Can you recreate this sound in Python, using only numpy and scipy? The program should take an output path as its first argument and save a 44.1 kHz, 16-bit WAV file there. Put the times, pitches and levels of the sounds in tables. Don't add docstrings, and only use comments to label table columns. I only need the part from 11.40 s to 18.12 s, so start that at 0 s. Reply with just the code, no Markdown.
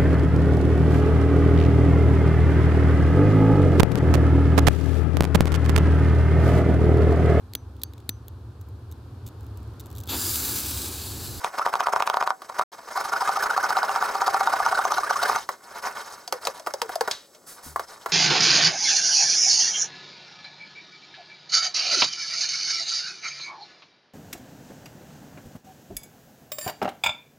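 import sys
import numpy as np
from scipy import signal
from scipy.fft import rfft, irfft
from scipy.io import wavfile
from scipy.ndimage import uniform_filter1d

SR = 44100
rng = np.random.default_rng(int(sys.argv[2]) if len(sys.argv) > 2 else 0)


def transcribe(u):
    v = np.clip(np.atleast_2d(u).T, -1, 1)
    q = np.round(v * 32767).astype(np.int16)
    wavfile.write(sys.argv[1], SR, q)


N = 296352
TIME, BINS = np.arange(N) / SR, np.fft.rfftfreq(N, 1 / SR)
GAP_START_S, GAP_END_S = 1.236, 1.318


# knock time in seconds, then levels in dB for the knock,
# the axle tick, the judder leading into the knock, the back judder half a turn later and the foil hiss.
FIRST_STROKE = [(0.0454, -8.5, -23.5, -31, -48, -42.5), (0.1915, -19.5, -71, -31, -20, -38),
                (.2636, -5.5, -34, -23.5, -36, -38), (.339, -7, -30.5, -27.5, -34, -38),
                (0.406, -7, -32.5, -26, -23, -38), (0.4705, -5.5, -32.5, -22, -35, -40.5),
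                (0.5355, -5.5, -45, -22.5, -50, -36.5), (.6042, -6.5, -36, -26, -38, -41),
                (.675, -8, -31, -33, -43, -36), (0.7427, -8.5, -34, -24.5, -42, -41),
                (0.8126, -8, -47, -28, -53, -40), (.875, -7, -34.5, -29.5, -45, -40.5),
                (1.0983, -19.5, -47, -48.5, -58, -49.5), (1.1949, -5.5, -40, -24, -22.5, -33)]
# knock time in seconds,
# knock in dB, tick in dB, lead judder in dB, its pitch in Hz, back judder in dB, its pitch in Hz,
# foil hiss in dB.
SECOND_STROKE = [(1.492, -50, -49, -45, 1130, -43, 1010, -47),
                 (1.5761, -13, -45, -24.5, 1058, -47, 1070, -36),
                 (1.657, -17.5, -39, -32.5, 1150.0, -31, 1184, -40.5),
                 (1.7364, -11.5, -34, -22, 1360, -22.5, 1227, -36),
                 (1.823, -12.5, -40, -24, 950, -27, 1364, -37),
                 (1.8924, -8.5, -36, -22, 1177, -30, 1247, -36),
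                 (1.9722, -12, -41, -21.5, 1158, -25.5, 1416, -36.5),
                 (2.04, -14.5, -36, -22, 1407, -22, 1207, -33),
                 (2.1102, -12, -33, -21, 1365, -23.5, 1324, -38),
                 (2.1776, -7.5, -30.5, -20, 1233, -24.5, 1340.0, -41),
                 (2.2427, -8.5, -37, -25.5, 1290, -26, 1126, -39.5),
                 (2.3056, -8.5, -32.5, -29, 1410, -22.5, 1234, -34),
                 (2.3688, -8, -27.5, -24, 1370, -25, 1270, -51),
                 (2.4306, -11, -28, -24.5, 1358, -29, 1020, -52),
                 (2.4937, -11.5, -31, -26.5, 1350, -29, 1120, -45),
                 (2.5604, -9.5, -31, -29, 1292, -24, 1230.0, -49),
                 (2.6255, -8.5, -32, -24.5, 1326, -28, 1186, -40.5),
                 (2.6915, -12, -36, -34, 1330, -35, 1220, -40),
                 (2.7536, -11, -34, -40, 1220, -44, 1180, -42),
                 (2.8187, -8, -31.5, -36, 1296, -26, 1190, -38.5),
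                 (2.8793, -7.5, -32, -24, 1277, -35, 952, -33.5),
                 (2.9448, -7.5, -34, -26, 1397, -23, 1100, -35.5),
                 (3.0094, -8.5, -32, -30, 1320, -25, 1194, -35),
                 (3.0734, -5.5, -29.5, -30, 1394, -36, 1060, -37.5),
                 (3.1368, -8, -36, -24.5, 1393, -27, 1240, -36.5),
                 (3.202, -9, -49, -26, 1134, -28.5, 1420, -38),
                 (3.263, -5.5, -30, -23.5, 1323, -24.5, 1216, -40.5),
                 (3.3272, -8.5, -42, -25, 1386, -25.3, 1240, -34.5),
                 (3.3904, -7, -34, -22.5, 1370, -24.5, 1265, -35),
                 (3.4524, -8, -27, -24.5, 1380, -26.5, 1306, -35.5),
                 (3.5205, -7, -26, -22.5, 1185, -29, 1180, -36),
                 (3.5826, -9, -29.5, -23, 1308, -31, 1330, -40),
                 (3.648, -34, -38, -23, 1156, -25.5, 1370, -41),
                 (3.7089, -6.5, -29, -23.5, 1364, -27.5, 1270, -34),
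                 (3.773, -36, -42, -19.5, 1123, -23, 1230, -37.5),
                 (3.8349, -12, -23, -23, 1365, -23, 1331, -31.5),
                 (3.8968, -6.5, -39, -34, 1164, -37, 1180.0, -37.5),
                 (3.9611, -10.5, -27, -25, 1356, -52, 1053, -35)]

def turns(first_lead_hz=1309, first_back_hz=1096):
    first = [(at, knock, tick, lead, first_lead_hz, back, first_back_hz, hiss)
             for at, knock, tick, lead, back, hiss in FIRST_STROKE]
    return first + list(SECOND_STROKE)


# start in seconds, knock level in dB, tick level in dB.
FALLBACKS = [(.195, -9.5, -47), (0.2744, -10.5, -38), (.3546, -9, -35), (.413, -20, -41), (.485, -8.5, -40),
             (.5618, -5, -32.5), (0.6235, -8, -28.5), (0.6995, -7, -27), (.7705, -6, -29),
             (0.8259, -6.5, -36), (.905, -6, -34.5)]
# time in seconds, level against the knock in dB, pitch in Hz.
BELLY = [(0, -19, 763), (1.2, -16.5, 759), (1.6, -7.5, 802), (2.1, -17, 781), (2.24, -17, 798),
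         (2.31, -15, 760), (2.4, -7.5, 795), (2.54, -9, 780), (2.63, -10, 800), (2.88, -5.5, 788),
         (3.14, -7.5, 782), (3.3, -15.5, 790), (3.45, -22, 760), (3.95, -25, 810)]

def knocks(hard_hz=1026, ping_hz=4600, bounce_s=0.00624):
    body, ticks, belly = np.zeros((3, N))
    t = TIME[:SR // 4]
    belly_times, *belly_curves = np.transpose(BELLY)
    for at, db, tick_db in list(FALLBACKS) + [row[:3] for row in turns()]:
        pitch_luck, ping_luck, level_luck, lag_luck = rng.standard_normal(4)
        detune = 1 + 0.047 * pitch_luck
        if at < GAP_START_S:
            add(body, at, undb(db) * blow(t, hard_hz * detune, 0.00099, 0.00094, sag=0.1))
            spike = undb(19) * (t == 0)
            add(ticks, at, undb(tick_db) * (snap(t60=.0032) + spike))
        else:
            add(body, at - .0012, undb(db) * soft_knock(t, detune, low_db=-6.5, high_db=-5.5))
            bounce = undb(db + 3.5 * level_luck) * soft_knock(t, detune, low_db=-12.5, high_db=-15)
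            add(body, at + bounce_s * (1 + 0.137 * lag_luck), bounce)
            fork_hz = ping_hz * np.exp(0.215 * ping_luck)
            ping = np.sin(2 * np.pi * fork_hz * t) * fade(t, 0.025)
            add(ticks, at - .0005, undb(tick_db - 1.5) * (snap(t60=0.0094) + undb(-3) * ping))
        belly_db, belly_hz = (np.interp(at, belly_times, curve) for curve in belly_curves)
        bloom = fade(t, 0.1) * (1 - fade(t, .024))
        add(belly, at, undb(db + belly_db) * np.sin(2 * np.pi * belly_hz * t) * bloom)
    return body, ticks, belly


def soft_knock(t, detune, low_db, high_db, low_hz=831, high_hz=1240):
    low = blow(t, low_hz * detune, rise_s=.0022, fall_s=.0034, sag=.03)
    high = blow(t, high_hz * detune, rise_s=.002, fall_s=.0024, sag=.03)
    return undb(low_db) * low + undb(high_db) * high


def blow(t, hz, rise_s, fall_s, sag):
    attack = np.sin(np.pi / 2 * np.minimum(t / rise_s, 1)) ** 2
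    decay = np.exp(-(np.maximum(t - rise_s, 0) / fall_s) ** 2.02)
    pitch = hz * (1 - sag * np.tanh((t - rise_s) / fall_s))
    return np.sin(phase_of(pitch)) * attack * decay


def snap(t60, window_s=0.0017):
    t = TIME[:SR // 4]
    burst = rng.standard_normal(len(t)) * (fade(t, t60) + undb(-23) * fade(t, .027))
    return burst * np.sqrt(window_s * SR / np.sum(burst ** 2))


# time from the knock in seconds, pitch as a ratio of the judder's pitch,
# tone level in dB, foil level in dB.
WHIP_JUDDER = [(-.017, .75, -20, -20), (-.011, .88, -2, -7), (-.007, 1.15, 0, 0), (-.003, 1.6, -4, 5),
               (.001, 2.9, -14, -4)]
ARCH_JUDDER = [(-.021, .85, -22, -22), (-.013, .98, 0, -1.5), (-.007, 1.08, 2, -1), (-.001, 1.08, 1, 1),
               (.002, 1.05, -16, -13)]
BACK_JUDDER = [(.016, .98, -20, -20), (.02, 1.02, 2, -9), (.025, 1.17, 1, -3), (.033, 1.24, -4, -7),
               (.041, 1.2, -22, -30)]

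def judders(pitch_wander=0.037, flutter_db=2.6, overtone_db=-27):
    body, foil_drive = np.zeros((2, N))
    drift = pitch_wander * walk(500)
    flutter = unit(undb(flutter_db * walk(350)))
    chirps = []
    for at, _, _, lead_db, lead_hz, back_db, back_hz, hiss_db in turns():
        lead_shape = WHIP_JUDDER if at < GAP_START_S else ARCH_JUDDER
        chirps.append((at, lead_shape, lead_hz, lead_db, hiss_db))
        chirps.append((at, BACK_JUDDER, back_hz, back_db, hiss_db))
    for at, shape, hz, db, hiss_db in chirps:
        lags, *curves = np.transpose(shape)
        stretch = np.interp(at, [.19, .4, 1.3, 1.7, 2.2], [1.15, 1, 0.93, 1.2, 1])
        lags = lags * np.exp(0.0908 * rng.standard_normal()) * stretch
        span = slice(int((at + lags[0]) * SR), int((at + lags[-1]) * SR))
        ratio, tone_db, foil_db = (np.interp(TIME[span] - at, lags, curve) for curve in curves)
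        phase = phase_of(hz * (ratio + drift[span]))
        tone = np.sin(phase) + undb(overtone_db) * np.sin(2 * phase)
        body[span] += np.sqrt(2) * undb(db + tone_db - 3) * flutter[span] * tone
        foil_drive[span] += undb(hiss_db + foil_db)
    return body, foil_drive


# pitch in Hz, gain at resonance in dB, t60 in seconds.
PANEL_MODES = [(244, -8.5, 0.026), (384.6, 5, 0.19), (419.4, 6, 0.11), (558, -3, 0.045), (663, -6.5, 0.47),
               (784, -0.5, 0.1), (940, -1.5, 0.033), (836, -10, 0.068), (980, -30, 0.22),
               (1160, -1.5, 0.063), (1186, -8, 0.049), (1326, -14, 0.05), (1453, 2, 0.042),
               (1600, -11, 0.065), (1790, 1, 0.1), (1880, 0.5, 0.056), (2118, 6.5, 0.055)]

def floor_panel(force, ring_db, scatter_db, detune=0.0024, build_t60=0.013, low_cut_hz=230):
    t = TIME[:SR // 3]
    ring = np.zeros(len(t))
    shares = undb(scatter_db * rng.standard_normal(len(PANEL_MODES)))
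    for share, (hz, db, t60) in zip(shares, PANEL_MODES):
        gain = share * undb(db) * 2 * np.log(1000) / (t60 * SR)
        pitch = hz * (1 + detune * rng.standard_normal())
        ring += gain * np.cos(2 * np.pi * pitch * t) * fade(t, t60)
    ringing = signal.fftconvolve(force, ring * (1 - fade(t, build_t60)))[:len(force)]
    return low_cut(force + undb(ring_db) * ringing, low_cut_hz)


def rolling_floor(force, spot_s=.11, spots=3):
    out = np.zeros(N)
    place = TIME / spot_s % spots
    ring_db = np.where(TIME < GAP_START_S, -4, -2)
    for spot in range(spots):
        distance = np.abs((place - spot + spots / 2) % spots - spots / 2)
        out += floor_panel(force * np.clip(1 - distance, 0, 1), ring_db, scatter_db=0.5, detune=0.01)
    return out


# time in seconds, floor rub in dB, hiss in dB.
RUB_LEVELS = [(0.0, -39, -48.5), (.3, -36.5, -54), (.8, -37, -71), (.95, -53.5, -68), (1.151, -50, -65),
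              (1.42, -47.5, -58.5), (1.58, -35, -45.5), (2.5, -25.5, -45), (3.0, -29.5, -45.5),
              (3.799, -33, -43.5), (3.92, -23, -38.5), (4.01, -40.5, -45), (4.07, -53, -58),
              (4.202, -54.5, -65), (5.7, -52, -62), (5.8, -61.5, -67), (6.05, -59, -68), (6.72, -55, -65)]
# start and length in seconds, floor rub in dB, hiss in dB.
SKIDS = [(1.035, .03, -45, -43), (1.092, 0.017, -32, -44), (1.14, 0.045, -30, -40),
         (1.319, 0.039, -36, -40), (1.378, 0.022, -39, -47), (1.5, 0.025, -37, -50),
         (3.828, 0.014, -37, -34), (4.22, 0.24, -49, -52), (4.335, 0.082, -42, -44.5),
         (4.418, 0.13, -31, -37.5), (4.546, 0.079, -33.5, -37), (4.599, 0.25, -43.5, -44.5),
         (5.007, 0.13, -40.5, -42.5), (5.135, 0.071, -40, -42), (5.478, 0.094, -39, -41),
         (6.149, 0.19, -53, -56), (6.467, 0.12, -44, -42), (6.595, 0.066, -52, -51),
         (6.685, 0.054, -34.5, -36)]
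# frequency in Hz, level in dB.
RUB_EQ = [(100, -26.5), (250, -14), (450, -8), (750, -0.5), (1100, 1), (1450, -1.5), (1800, -7.5),
          (2400, -15), (3500, -31)]
HISS_EQ = [(1500, -6.5), (2300, -11), (3100, -4), (4000, -0.5), (5050, 2.5), (5400, 2), (5800, 1.5),
           (6700, -3), (9000, -5.5), (12000, -9.5), (16000, -19.5)]

def foil(judder_drive, slide_lag_s=0.009, slide_s=0.061):
    times, *curves = np.transpose(RUB_LEVELS)
    rub_db, hiss_db = (np.interp(TIME, times, curve) for curve in curves)
    slides = [(at + slide_lag_s, slide_s, db - 33, db - 37.5) for at, db, *_ in CLACKS]
    skids = list(SKIDS) + slides
    skid_rub = swipes([(at, length, db) for at, length, db, _ in skids], catch_s=0.018, droop_db=5)
    skid_hiss = swipes([(at, length, db) for at, length, _, db in skids], catch_s=0.015, droop_db=9.5)
    grip = slack() * unit(undb(2 * walk(60)))
    rub_gain = (undb(rub_db - 3.5) + undb(-1.5) * skid_rub) * grip + undb(5.5) * judder_drive
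    hiss_gain = (undb(hiss_db - 0.5) + undb(-6.5) * skid_hiss) * grip + undb(-3.5) * judder_drive
    return colour(grit(4), RUB_EQ) * rub_gain, colour(crinkle(), HISS_EQ) * hiss_gain


def slack(lead_s=0.018, half_width_s=0.017, depth_db=-4):
    dips = np.zeros(N)
    bell = np.exp(-np.linspace(-2, 2, int(4 * half_width_s * SR)) ** 2)
    for at, *_ in turns():
        add(dips, at - lead_s - 2 * half_width_s, bell)
    return undb(depth_db * dips)


def crinkle(pops_per_s=1000, size_spread_db=4, shift_db=3):
    pops = (rng.random(N) < pops_per_s / SR) * rng.choice([-1, 1], N)
    pops = pops * undb(size_spread_db * rng.standard_normal(N))
    spectrum = rfft(grit(1.6) + undb(1) * unit(pops))
    centres_hz = np.geomspace(2000, 14000, 9)
    bands = (irfft(spectrum * np.interp(BINS, centres_hz, pick), N) for pick in np.eye(len(centres_hz)))
    return unit(sum(band * undb(shift_db * walk(90)) for band in bands))


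# pitch in Hz, level in dB, t60 in seconds.
CLACKS = [(1.019, -25.5, 1140, 0.00064, -36.5, 900, 750, -37, .03),
          (4.09, -12.5, 1110, 0.0008, -26, 1000, 528, -35, .08),
          (4.877, -28.5, 790, 0.00054, -19, 3670, 697, -36, 0.043),
          (4.925, -10.5, 790, 0.00063, -10, 400, 520, -29, 0.12),
          (5.052, -30, 784, .0007, -16.5, 4200, 670, -33, 0.049),
          (5.071, -12.5, 800, 0.00061, -11, 400, 556, -26.5, 0.09),
          (5.197, -33, 760, 0.0024, -26.5, 3700, 630, -37, 0.055),
          (5.264, -23, 940, 0.00059, -28, 1000, 600, -42, .03),
          (5.271, -11, 1270, 0.0006, -25.5, 1000, 622, -31, 0.066),
          (5.338, -18.5, 890, 0.0038, -17, 4300, 535, -24.5, 0.031),
          (5.4177, -12, 930, 0.00083, -10, 400, 473, -29.5, 0.15),
          (5.4929, -15, 1310, 0.00057, -45, 1000, 723, -31, 0.047),
          (5.556, -22.5, 950, 0.0011, -15, 4320, 636, -22, 0.038),
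          (5.609, -8, 867, 0.0022, -13, 400, 470, -28.5, 0.1),
          (5.676, -14, 1140, 0.0006, -21.5, 1000, 594, -34, 0.046),
          (5.681, -14.5, 1390, 0.00063, -32, 1000, 774, -30, .05),
          (5.948, -50, 600, .0007, -38, 1000, 590, -49, .04),
          (6.36, -13, 1140, .001, -37.5, 400, 810, -28, .05),
          (6.395, -14.5, 1130, .001, -27, 1000, 695, -40, 0.065),
          (6.660, -13, 1070, 0.0018, -26, 403, 805, -31, .05)]
# pitch in Hz, level in dB, t60 in seconds.
FORK_MODES = [(2650, -28, 0.1), (3800, 1, 0.011), (4060, -17, 0.039), (4430, 7, 0.016), (4737, -30, 0.15),
              (5130, 14.5, 0.0081), (6350, -15, 0.044)]

def clacks(note_bend=.1, buzz_db=4):
    body, clicks, crunch = np.zeros((3, N))
    t = TIME[:SR // 4]
    for at, thud_db, hz, rise_s, click_db, cut_hz, note_hz, note_db, note_t60 in CLACKS:
        push = undb(thud_db - 8.5) * blow(t, hz, rise_s, fall_s=0.004, sag=0.046)
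        add(body, at, floor_panel(push, ring_db=1, scatter_db=-1))
        swell = fade(t, note_t60) * (1 - fade(t, 0.017)) ** 2
        note = np.sin(phase_of(note_hz * (1 + note_bend * (2 * fade(t, .14) - 1))))
        buzz = undb(buzz_db * walk(248)[:len(t)])
        add(body, at, undb(note_db) * swell / swell.max() * note * buzz)
        add(crunch, at, undb(thud_db - 10) * rng.standard_normal(len(t)) * fade(t, 0.048))
        add(clicks, at, undb(click_db) * low_cut(axle_click(t, click_db), cut_hz))
    crunch_eq = [(200, -19.5), (380, 2.5), (700, 0.5), (1000, 4), (1400, 2.5), (2150, -8.5),
                 (2600, -27), (5000, -21.5)]
    return body + colour(crunch, crunch_eq), clicks


def axle_click(t, strength_db, firm_t60=0.011, doubling_db=14.5):
    shares = rng.standard_normal(len(FORK_MODES))
    ring = sum(share * undb(db) * np.sin(2 * np.pi * hz * t) * fade(t, t60)
               for share, (hz, db, t60) in zip(shares, FORK_MODES))
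    rattle_t60 = firm_t60 * 2 ** (-strength_db / doubling_db)
    rattle = rng.standard_normal(len(t)) * (fade(t, rattle_t60) + undb(-39) * fade(t, .08))
    return undb(-12) * snap(t60=0.001) + undb(-10) * rattle + undb(-13) * ring / np.abs(ring).max()


def fork_clink(at=5.712, level_db=-6):
    clink, sizzle = np.zeros((2, N))
    t = TIME[:SR // 2]
    ring = sum(undb(db) * np.sin(2 * np.pi * hz * t) * fade(t, t60) for hz, db, t60 in FORK_MODES)
    add(clink, at, ring * (1 - fade(t, 0.001)) / np.abs(ring).max())
    tail = undb(-11.5) * fade(t, 0.02) + undb(-27.5) * fade(t, 0.33)
    add(sizzle, at, rng.standard_normal(len(t)) * tail)
    sizzle_eq = [(300, -18), (1500, -5), (2700, -9), (3700, -0.5), (4600, -1.5), (6300, -7.5),
                 (8500, -15.5), (16000, -29)]
    return undb(level_db) * (clink + colour(sizzle, sizzle_eq))


# frequency in Hz, level in dB.
SIDE_EQ = [(700, -8.5), (1800, -10), (2400, 6.5), (2900, 3.5), (3800, 2), (4800, -0.5), (6500, -2),
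           (9000, -9.5), (16000, -18)]
ABOVE_EQ = [(100, -60), (700, 3), (1800, -2.5), (2700, 2), (3600, 1), (4800, 4), (6200, 1), (9000, -5.5),
            (16000, -14)]

def axle_metal(ticks, clicks):
    early = TIME < GAP_END_S
    return colour(ticks * early, SIDE_EQ) + colour(ticks * ~early + clicks, ABOVE_EQ)


# start in seconds, length in seconds, level in dB.
SWISHES = [(6.062, 0.13, -44.5), (6.225, 0.14, -45)]
# frequency in Hz, level in dB.
CLOTH_EQ = [(500, -3.5), (1500, 2), (2900, -10.5), (4500, 0.5), (7500, 1), (11000, 1.5), (16000, -7)]

def shirt():
    return colour(grit(1.3), CLOTH_EQ) * swipes(SWISHES, catch_s=0.018, droop_db=15)


def knee(at=6.264, boom_db=-37, shove_db=-48):
    out, t = np.zeros(N), TIME[:SR // 2]
    boom = np.sin(2 * np.pi * 76 * t) * (1 - fade(t, 0.18)) * fade(t, 0.4)
    shove = np.sin(2 * np.pi * 150 * t) * fade(t, 0.44)
    shove += undb(9.5) * np.sin(2 * np.pi * 255 * t) * fade(t, 0.066)
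    add(out, at, undb(boom_db) * boom + undb(shove_db) * shove)
    return out


def rumble(force, boom_db=-51, sway_left_db=-35, sway_right_db=-54):
    effort = np.sqrt(np.abs(uniform_filter1d(force ** 2, size=300)))
    boom_eq = [(25, -40), (58, -14), (76, 8), (100, -19), (160, 0), (280, -6), (600, -36)]
    boom = spread(*colour(rng.standard_normal((2, N)), boom_eq), side_db=-16)
    sway = colour(rng.standard_normal((2, N)), [(25, -5.5), (70, 16), (150, 4.5), (500, -41)])
    early = np.interp(TIME, [1.9, 2.4], [1, 0])
    return effort * (undb(boom_db) * boom + early * undb([[sway_left_db], [sway_right_db]]) * sway)


def cabin(x, wet_db, t60, side_db):
    t = TIME[:SR // 2]
    tails = rng.standard_normal((2, len(t))) * fade(t, t60) * (1 - fade(t, 0.016))
    tails /= np.sqrt(np.sum(tails ** 2, axis=1, keepdims=True))
    return x + undb(wet_db) * signal.fftconvolve(x[None], spread(*tails, side_db), axes=1)[:, :N]


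# frequency in Hz, level in dB.
ROOM_EQ = [(18, -67), (35, -43), (62, -17), (123, -10.5), (561, 0), (897, -10.5), (1470, -22), (2420, -30),
           (5590, -14.5), (8500, -17.5), (15500, -23)]

def room_tone(db=-57):
    return undb(db) * spread(*colour(rng.standard_normal((2, N)), ROOM_EQ), side_db=-27)


def thin_hiss(hz=7750, width_hz=550, db=-68):
    band = 1 / (1 + (2 * (BINS - hz) / width_hz) ** 4)
    return undb(db) * unit(irfft(rfft(rng.standard_normal(N)) * band, N))


def swipes(rows, catch_s, droop_db):
    out = np.zeros(N)
    for at, length, db in rows:
        t = TIME[:int(length * SR)]
        progress = t / length
        gate = (1 - np.exp(-t / catch_s)) * (1 - progress ** 5)
        add(out, at, undb(db + droop_db * (.5 - progress)) * gate)
    return out


def grit(spread_db):
    return unit(rng.standard_normal(N) * undb(spread_db * walk(2500)))


def walk(rate_hz):
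    hold = max(int(SR / rate_hz), 1)
    steps = np.repeat(rng.standard_normal(N // hold + 1), hold)
    return unit(uniform_filter1d(steps, hold)[:N])


def colour(x, eq):
    gain = unit(undb(over_bins(eq)))
    cepstrum = irfft(np.log(gain), N)
    cepstrum[1:N // 2] *= 2
    cepstrum[N // 2 + 1:] = 0
    return irfft(rfft(x) * np.exp(rfft(cepstrum)), N)


def over_bins(points):
    hz, value = np.transpose(points)
    return np.interp(np.log(BINS + 1), np.log(hz + 1), value)


def low_cut(x, hz):
    return signal.sosfilt(signal.butter(2, hz, "high", fs=SR, output="sos"), x)


def spread(mid, side, side_db):
    return mid + undb(side_db) * side * np.array([[1], [-1]])


def add(track, at, sound):
    start = max(int(at * SR), 0)
    part = sound[:max(N - start, 0)]
    track[start:start + len(part)] += part


def phase_of(hz):
    return 2 * np.pi * np.cumsum(hz) / SR


def fade(t, t60):
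    return np.exp(-np.log(1000) * t / max(t60, 1e-3))


def unit(x):
    return x / np.sqrt(np.mean(x ** 2))


def undb(db):
    return 10 ** (np.asarray(db) / 20)


def scene():
    knock, ticks, belly = knocks()
    judder, foil_drive = judders()
    thud, clicks = clacks()
    rub, hiss = foil(foil_drive)
    hiss = cabin(hiss, wet_db=-3.5, t60=0.03, side_db=-8)
    cloth = shirt()
    metal = axle_metal(ticks, clicks) + fork_clink()
    chirps = floor_panel(judder, ring_db=-12, scatter_db=1)
    floor = cabin(rolling_floor(knock + rub) + chirps + belly + thud, wet_db=-11.5, t60=0.12, side_db=-2.5)
    bright = cabin(metal + cloth, wet_db=-11, t60=0.063, side_db=-4)
    room = room_tone()
    bass = rumble(knock + .5 * (judder + rub)) + knee()
    return floor + bright + hiss + bass + room + thin_hiss()


# frequency in Hz, left minus right in dB.
PORT_BALANCE = [(60, -1.5), (110, 5), (200, 4.5), (380, 3.5), (700, 1.5), (1290, -0.5), (2380, -3.5),
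                (4400, 0.5), (8120, 0), (15000, -0.5)]
# frequency in Hz, lead of the left in radians.
PORT_PHASE = [(0, -0.4), (860, -0.43), (1640, -0.13), (1980, -0.84), (2240, 0.38), (2840, 0.85),
              (3190, -0.49), (3450, 0.89), (4740, 0.66), (5430, 0.81), (5770, 1), (6550, -0.0),
              (7920, -0.97), (16500, -0.18)]

def record(dry, top_hz=16000):
    half_difference = over_bins(PORT_BALANCE) * np.log(10) / 40 + .5j * over_bins(PORT_PHASE)
    ports = irfft(rfft(dry) * np.exp(np.array([half_difference, -half_difference])), N)
    gate = uniform_filter1d(1. * ((TIME < GAP_START_S) | (TIME > GAP_END_S)), size=40)
    return signal.sosfilt(signal.ellip(10, .2, 70, top_hz, fs=SR, output="sos"), ports * gate)


dry = scene()
out = record(dry)
transcribe(out)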